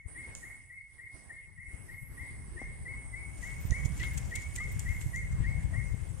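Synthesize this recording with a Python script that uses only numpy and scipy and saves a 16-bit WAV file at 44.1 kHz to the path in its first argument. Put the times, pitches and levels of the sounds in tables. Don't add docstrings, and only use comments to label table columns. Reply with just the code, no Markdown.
import sys
import numpy as np
from scipy import signal
from scipy.fft import rfft, irfft, next_fast_len
from scipy.io import wavfile
from scipy.ndimage import uniform_filter1d

SR = 44100
rng = np.random.default_rng(int(sys.argv[2]) if len(sys.argv) > 2 else 0)


def unload_audio(sound):
    columns = np.transpose(np.atleast_2d(sound))
    steps = np.round(np.clip(columns, -1, 1) * 32767)
    wavfile.write(sys.argv[1], SR, steps.astype(np.int16))


N = 273420
TIME = np.arange(N) / SR

# (time [s], starting pitch [Hz], top pitch [Hz], base level [dB], glide boost [dB])
BIRD_CHIRPS = [(-0.125, 1870, 2214, -65, 5), (0.15, 1867, 2204, -49.5, 4.5), (0.425, 1848, 2206, -47.5, -2),
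               (0.696, 1915, 2194, -51, 0.5), (0.984, 1873, 2184, -50.5, -1),
               (1.295, 1815, 2188, -46.5, -5), (1.574, 1874, 2196, -52, 2.5),
               (1.885, 1856, 2187, -49.5, -1), (2.17, 1886, 2180, -50, 5), (2.566, 1825, 2192, -48.5, 3.5),
               (2.854, 1940, 2209, -45, 3), (3.131, 2010, 2231, -43, -2), (3.425, 1914, 2217, -44, -0.5),
               (3.715, 1900, 2240, -43.5, 4), (3.999, 1930, 2192, -42, 3), (4.313, 1869, 2237, -42.5, 2.5),
               (4.575, 1932, 2193, -41.5, 3.5), (4.855, 1900, 2178, -44, 4), (5.134, 1900, 2174, -40.5, 2),
               (5.437, 1845, 2206, -44.5, 2.5), (5.733, 1870, 2184, -45.5, 2)]
# (time within the chirp [s], share of the way to the top pitch [0-1])
CHIRP_CLIMB = [(-.008, 0), (.004, .22), (.015, 0), (.02, .1), (.029, .56), (.044, .87), (.064, .96),
               (.1, .83)]
# (time [s], left level [dB], right level [dB])
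WIND_LEVELS = [(0, -55, -66), (0.28, -49, -49), (0.65, -58.5, -58), (0.9, -72, -57.5), (1.3, -65.5, -53.5),
               (1.55, -49.5, -61), (2.15, -44.5, -49), (2.6, -44, -42.5), (3.3, -41, -49.5),
               (3.5, -38.5, -46), (3.9, -41.5, -30), (4.2, -30, -42), (4.4, -46, -37.5), (4.9, -30, -38),
               (5.17, -42.5, -36), (5.35, -28, -33), (5.8, -29, -42.5), (6.2, -36.5, -53)]
# (frequency [Hz], relative level [dB])
WIND_SPECTRUM = [(12, -26), (20, -7), (54, 6.5), (87, 5.5), (149, -1.5), (230, -20), (400, -40.5),
                 (520, -33), (880, -120)]
# (time [s], base level [dB], pitch [Hz], pan [dB])
WIND_THUMPS = [(0.063, -35.5, 65, 35), (1.145, -44.5, 70, -31), (1.744, -36.5, 76, 37),
               (3.653, -27.5, 105, -23), (3.705, -24.5, 77.5, -22), (3.721, -20.5, 74.4, -42),
               (3.858, -20.5, 92, -41), (4.765, -30, 95, 20), (5.064, -27.5, 87, -15), (5.405, -25, 79, 19),
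               (5.944, -24, 96, 34)]
# (time [s], peak level [dB], pan [dB], pitch [Hz], rough length [s])
GRASS_RUBS = [(3.405, -44, 10, 6740, 0.085), (3.595, -46, 4, 13100, 0.052), (3.651, -42, 1, 13400, 0.029),
              (3.78, -45, 3, 7200, .008), (3.847, -36, 11, 6800, 0.019), (3.96, -45, 6, 7000, 0.056),
              (3.986, -43, -6, 2900, 0.044), (4.031, -36.5, 4, 2070, 0.029), (4.131, -46, -1, 14500, .014),
              (4.172, -27.5, 2, 7340, 0.016), (4.354, -28.5, 5, 7700, 0.01), (4.417, -41, 5, 7200, 0.015),
              (4.552, -32.5, -2, 7500, 0.021), (4.68, -50, -3, 7900, .03), (4.716, -40, 1, 13600, 0.016),
              (4.793, -29.5, 8, 7330, 0.0087), (5.003, -37, 1, 7640, 0.03), (5.143, -43, -1, 6900, 0.022),
              (5.312, -45.5, 6, 6940, 0.029)]
# (time [s], level [dB], pan [dB], pitch [Hz],
# stalk knock against the click [dB], echo against the snap [dB], treble limit [Hz])
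GRASS_SNAPS = [(0.351, -37, -1, 7270, -14.5, -3, 9600), (3.7082, -38, 7, 6600, -10, -4.5, 11000),
               (3.9777, -44, -5, 8100, -11, -6, 15000), (3.9972, -47, 8, 5500, 3, -10, 9000),
               (4.002, -44, 13, 6000, 1, -5, 9000), (4.018, -47, -4, 2800, 3, -9, 8000),
               (4.03, -40.5, 5, 6900, 2, -12, 12000), (4.035, -38.5, -2, 1960, -4, -10, 6000),
               (4.0385, -61, 7, 6850, 13, -9, 9000), (4.182, -44, 14, 7200, -14, -16, 12100),
               (4.3543, -38, 4, 7350, -12, -15, 15000), (4.359, -36, 3, 7600, -3, -2.5, 15000),
               (4.5614, -35, 7, 7500, -6, -7, 15000), (4.585, -43, 6, 7200, -9, -12, 10000),
               (4.6055, -47, 0, 7700, -8, -16, 10000), (4.794, -36, -2, 7750, -28, -8, 12000),
               (4.803, -41, 2, 8000, -10, 0.5, 11000), (5.0134, -44, 1, 7900, 0, 1, 13000),
               (5.161, -40.5, 8, 7100, -18, -2.5, 12000)]
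# (time [s], bubble pitch [Hz], bubble level [dB], time to fade by 60 dB [s], splash level [dB])
WATER_PLOPS = [(2.617, 760, -40, 0.043, -34.5), (4.603, 1220, -35.5, 0.057, -46)]
# (time [s], crickets [dB], lower chorus [dB], upper chorus [dB])
INSECT_LEVELS = [(0, -66.5, -57, -54), (1.7, -65, -67, -50.5), (3.1, -67, -57.5, -58.5),
                 (4.5, -64, -60.5, -60.5), (5.7, -65, -61, -70), (6.2, -65.5, -62.5, -58)]
# (pitch [Hz], width [Hz], relative level [dB], pan [dB])
LOWER_WHINE = [(8570, 460, 3.5, -8), (9070, 430, 8.5, -9)]
UPPER_WHINE = [(9450, 250, -7, -23), (10040, 240, -16, -11)]
# (peak time [s], half length [s], level [dB])
KATYDID_BUZZES = [(0.46, 0.09, -68), (2.047, 0.19, -61), (4.995, 0.19, -60)]
# (time [s], base level [dB])
RUSTLE_LEVELS = [(0, -77), (0.33, -80), (0.37, -63), (0.52, -70), (0.62, -86), (3.2, -77), (3.42, -57.5),
                 (3.9, -58), (4.05, -54.5), (4.42, -57.5), (4.5, -58), (4.62, -56.5), (4.75, -58.5),
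                 (5.0, -58), (5.3, -64.5), (6.2, -62.5)]
# (peak time [s], half length [s], level [dB])
TREE_GUSTS = [(0.29, 0.041, -64), (1.16, 0.028, -71.5), (1.3, 0.063, -72), (3.98, 0.24, -64),
              (5.41, 0.033, -57), (5.74, 0.017, -56)]
# (frequency [Hz], relative level [dB])
RUSTLE_SPECTRUM = [(1600, -4), (2600, -4), (4000, -17.5), (5500, -8.5), (7200, -1.5), (9000, -29),
                   (10300, -12.5), (12500, -13.5), (15800, -26)]
MURMUR_SPECTRUM = [(200, 1), (310, -0.5), (450, -6), (750, -9.5), (1100, -10.5), (1400, -19.5), (1700, -10)]
HISS_SPECTRUM = [(1600, 4), (4000, -8), (5000, -3), (9000, -8.5), (12000, -11), (15800, -36)]
# (quietest time [s], fade [s], return [s], depth [dB])
BACKGROUND_DIPS = [(0.052, 0.52, 0.031, 35), (0.88, 0.43, 0.12, 24), (1.108, 0.49, 0.053, 15),
                   (1.618, 0.47, 0.11, 19), (2.074, 0.29, 0.095, 11.5)]


def bird(attack_s=.027, hold_s=.021, release_s=.031, sag_db_per_s=115, bank_delay_s=.085):
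    out = np.zeros((2, N))
    when, climb = np.transpose(CHIRP_CLIMB)
    t = np.arange(when[0], when[-1], 1 / SR)
    rise, age = np.interp(t, when, climb), t - t[0]
    ramp = np.clip(np.minimum(age / attack_s, (t[-1] - t) / release_s), 0, 1)
    sag = from_db(-sag_db_per_s * np.maximum(age - attack_s - hold_s, 0))
    envelope = np.sin(np.pi / 2 * ramp) ** 2 * sag
    carried = envelope * from_db(6.5 * rise ** 2)
    for s, start_hz, top_hz, level_db, glide_db in BIRD_CHIRPS:
        parts_db = np.interp(t, [.017, .022, .027], [4.5, -4, glide_db])
        waver = np.interp(t, np.linspace(t[0], t[-1], num=36), rng.standard_normal(36))
        hz = (start_hz + (top_hz - start_hz) * rise) * (1 + .004 * waver)
        phase = 2 * np.pi * np.cumsum(hz) / SR
        whistle = np.sqrt(2) * np.sin(phase + [[0], [1.0]])
        direct = from_db(level_db + parts_db) * envelope * whistle * pan(4.5)
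        add(out, s + t[0], direct)
        add(out, s + t[0] + bank_delay_s, from_db(-15) * direct)
        add(out, s + t[0], chirp_echo(carried, phase, level_db + glide_db))
    return out


def chirp_echo(envelope, phase, chirp_db, fade_s=1.45, build_s=.024):
    echo = tree_echoes(envelope * np.sin(phase), fade_s, build_s)
    smooth_power = signal.fftconvolve(envelope ** 2, echo_shape(fade_s, build_s) ** 2)
    power = uniform_filter1d(echo ** 2, size=2200, axis=1)
    echo *= np.sqrt(np.maximum(smooth_power, 0) / (np.abs(power) + 1e-9 * power.max()))
    early_strength = np.sqrt(np.mean(echo[:, SR // 14:SR // 5] ** 2, axis=1, keepdims=True))
    echo_db = -48.5 + .29 * (chirp_db + 42)
    return from_db(echo_db) * pan(.96) * echo / early_strength


def wind():
    rumble = shaped_noise(WIND_SPECTRUM, edge_db=21)
    rumble *= from_db(3.6 * np.array([drift(32), drift(32)]))
    rumble /= np.sqrt(uniform_filter1d(rumble ** 2, size=SR // 7, axis=1))
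    out = from_db(curves(WIND_LEVELS)) * rumble
    t = TIME[:SR // 10] - 1 / 20
    for s, base_db, hz, left_db in WIND_THUMPS:
        envelope = np.exp(-np.hypot(t * hz, .1) / .32)
        puff = from_db(-25.5) * rms_one(band(rng.standard_normal(len(t)), 185, 215))
        thump = envelope * (puff - np.cos(2 * np.pi * hz * t))
        add(out, s + t[0], from_db(base_db + 7.5) * pan(left_db) * thump)
    return out


def grass_rubs():
    out, t = np.zeros((2, N)), TIME[:SR // 10]
    for s, peak_db, left_db, hz, length in GRASS_RUBS:
        sizes = from_db(4 * np.minimum(rng.exponential(1, len(t)), 3))
        slip = (t / length) ** 1.5 * np.exp(-4 * t / length)
        catches = slip * sizes * rng.standard_normal((2, len(t)))
        rub = blade(catches, hz) + from_db(-7.5) * stalk(catches)
        add(out, s, from_db(peak_db) * pan(left_db) * rub / np.abs(rub).max())
    return out


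def grass_snaps(click_decay_s=.0012, knock_decay_s=.004):
    out, to_trees, t = np.zeros((2, N)), np.zeros((2, N)), TIME[:SR // 40]
    for s, level_db, left_db, hz, knock_db, echo_db, top_hz in GRASS_SNAPS:
        click, knock = rng.standard_normal((2, 2, len(t))) + .6 * rng.standard_normal((2, 1, len(t)))
        snap = rms_one(blade(click * np.exp(-t / click_decay_s), hz))
        snap += from_db(knock_db) * rms_one(stalk(knock * np.exp(-t / knock_decay_s)))
        snap = signal.sosfilt(signal.butter(4, top_hz, fs=SR, output="sos"), snap)
        snap *= from_db(level_db) * pan(left_db) / np.std(snap[:, :SR // 650])
        add(out, s, snap)
        add(to_trees, s, from_db(echo_db) * snap)
    return out + tree_echoes(band(to_trees, 6000, 7000), fade_s=.75, build_s=.005)


def blade(touches, hz):
    return band(touches, hz, 1970) + from_db(-11) * band(touches, 7600, 6800)


def stalk(touches):
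    return band(touches, hz=2450, width_hz=2000)


def plops(thud_hz=302, thud_fade_s=.027):
    out, t = np.zeros(N), TIME[:SR // 5]
    for s, hz, bubble_db, fade_s, splash_db in WATER_PLOPS:
        slap = (t == 0) + .06 * rng.standard_normal(len(t)) * np.exp(-t / .006)
        splash = band(slap, 290, 720, order=3)
        splash /= np.abs(splash).max()
        bubble = np.sin(2 * np.pi * hz * t) * from_db(-60 * t / fade_s) * (1 - np.exp(-t / .0075))
        thud = np.sin(2 * np.pi * thud_hz * t) * from_db(-5.5 - 60 * t / thud_fade_s)
        add(out, s, from_db(bubble_db) * bubble + from_db(splash_db) * (splash + thud))
    return out * pan(8.8)


def insects(dip_share=.64):
    cricket_db, lower_db, upper_db = curves(INSECT_LEVELS) + dip_share * dip_db()
    whine = chorus(LOWER_WHINE, lower_db - 10) + chorus(UPPER_WHINE, upper_db - .5)
    trill = rms_one(band(rng.standard_normal((2, N)), 8010, 240)) * pan(-5)
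    buzz = rms_one(band(rng.standard_normal((2, N)), 11200, 1660, order=4))
    katydid = swells(KATYDID_BUZZES) * buzz * pan(-5.5)
    return whine + from_db(cricket_db - 2) * trill + from_db(cricket_db - 4) * cricket() + katydid


def chorus(bands, level_db):
    out = np.zeros((2, N))
    for hz, width, band_db, left_db in bands:
        gain = from_db(level_db + band_db + 2 * drift(12)) * pan(left_db)
        flat_band = [(hz - width / 2, 0), (hz + width / 2, 0)]
        out += gain * shaped_noise(flat_band, edge_db=650, flicker_db=4, bands=4)
    return out


def cricket(pitch_hz=7910, climb_hz=170, chirps_per_s=8.6, strokes_per_s=120):
    cycle = (chirps_per_s * TIME + .12 * drift(2)) % 1
    chirps = .15 + np.sin(np.pi * cycle) ** 3
    stroke_rate = strokes_per_s * (1 + .065 * drift(19))
    strokes = 1 + .49 * np.sin(2 * np.pi * np.cumsum(stroke_rate) / SR)
    hz = pitch_hz + climb_hz * (cycle - .5) + 75 * drift(500)
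    tone = np.sin(2 * np.pi * np.cumsum(hz) / SR)
    return rms_one(chirps * strokes * from_db(2.5 * drift(200)) * tone) * pan(14)


def foliage(wind_share=.19, hiss_dip_share=.58):
    wind_db = np.maximum(*curves(WIND_LEVELS))
    murmur_db = -57 + wind_share * (wind_db + 40) + dip_db()
    rustle_db, = curves(RUSTLE_LEVELS)
    far_hiss = shaped_noise(HISS_SPECTRUM, edge_db=2.5, flicker_db=4, bands=10)
    far_hiss *= from_db(-65.5 + hiss_dip_share * dip_db())
    murmur = shaped_noise(MURMUR_SPECTRUM, edge_db=16.5, flicker_db=3.5, bands=8) * pan(1)
    murmur *= from_db(murmur_db) + swells(TREE_GUSTS)
    rustle = shaped_noise(RUSTLE_SPECTRUM, edge_db=-1, flicker_db=1.5, bands=7) * pan(1)
    leaves = from_db(28) * leaf_crackle(touches_per_s=650 * from_db(rustle_db + 60))
    return murmur + far_hiss + from_db(rustle_db - .5) * (rustle + leaves)


def leaf_crackle(touches_per_s):
    out, pitches = np.zeros((2, N)), np.geomspace(3000, 15000, num=12)
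    flurries = from_db(8 * drift(55))
    touching = rng.random(N) < touches_per_s * flurries / SR
    sizes = from_db(4 * np.minimum(rng.exponential(1, N), 2))
    touches = touching * sizes * rng.choice([-1, 1], N)
    pitch_index = rng.integers(len(pitches), size=N)
    for k, hz in enumerate(pitches):
        gain = from_db(np.interp(hz, *np.transpose(RUSTLE_SPECTRUM)))
        out += gain * pan(rng.normal(2, 5)) * band(touches * (pitch_index == k) + 1e-18, hz, 900)
    return out


def tree_echoes(sound, fade_s, build_s):
    scatter = rng.standard_normal((2, SR)) + 1.12 * rng.standard_normal(SR)
    scatter *= echo_shape(fade_s, build_s)
    scatter /= np.sqrt(np.sum(scatter ** 2, axis=1, keepdims=True))
    return signal.fftconvolve(np.atleast_2d(sound), scatter, axes=1)[:, :N]


def echo_shape(fade_s, build_s):
    t = TIME[:SR]
    near, far = from_db(11 - 60 * t / .4), from_db(-60 * t / fade_s)
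    return (1 - np.exp(-(t / build_s) ** 2)) * (near + far)


def dip_db():
    return np.min([np.interp(TIME, [s - fade, s, s + back], [0, -depth, 0])
                   for s, fade, back, depth in BACKGROUND_DIPS], axis=0)


def shaped_noise(spectrum, edge_db, flicker_db=0, bands=1):
    hz, level_db = np.transpose(spectrum)
    size = next_fast_len(N, real=True)
    octave, listed = np.log2(np.arange(size // 2 + 1) * SR / size + 1), np.log2(hz)
    octaves_outside = np.abs(octave - np.clip(octave, listed[0], listed[-1]))
    gain = from_db(np.interp(octave, listed, level_db) - edge_db * octaves_outside)
    noise = rfft(rng.standard_normal((2, size))) * gain
    centres = np.linspace(listed[0], listed[-1], bands)
    out = np.zeros((2, N))
    for share in np.eye(bands):
        one_band = irfft(noise * np.interp(octave, centres, share), size)[:, :N]
        out += one_band * from_db(flicker_db * drift(16))
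    return rms_one(out)


def band(sound, hz, width_hz, order=2):
    low = (np.sqrt(width_hz ** 2 + 4 * hz ** 2) - width_hz) / 2
    high = min(low + width_hz, SR / 2 - 1000)
    return signal.sosfilt(signal.butter(order, [low, high], "band", fs=SR, output="sos"), sound)


def swells(rows):
    return sum(from_db(db) * np.exp(-((TIME - s) / half) ** 2) for s, half, db in rows)


def drift(per_s):
    points = rng.standard_normal(4096)
    return np.interp(TIME * per_s, np.arange(len(points)), points)


def curves(rows):
    s, *columns = np.transpose(rows)
    return np.array([np.interp(TIME, s, column) for column in columns])


def add(out, s, sound):
    at = int(round(s * SR))
    sound, at = sound[..., max(-at, 0):], max(at, 0)
    out[..., at:at + sound.shape[-1]] += sound[..., :N - at]


def pan(left_db):
    return rms_one(from_db([[left_db / 2], [-left_db / 2]]))


def rms_one(sound):
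    return sound / np.sqrt(np.mean(sound ** 2) + 1e-20)


def from_db(db):
    return 10 ** (np.asarray(db) / 20)


def scene():
    return bird() + wind() + foliage() + insects() + grass_rubs() + grass_snaps() + plops()


def record(dry, cutoff_hz=16100):
    return signal.sosfilt(signal.ellip(12, .1, 80, cutoff_hz, fs=SR, output="sos"), dry)


dry = scene()
out = record(dry)
unload_audio(out)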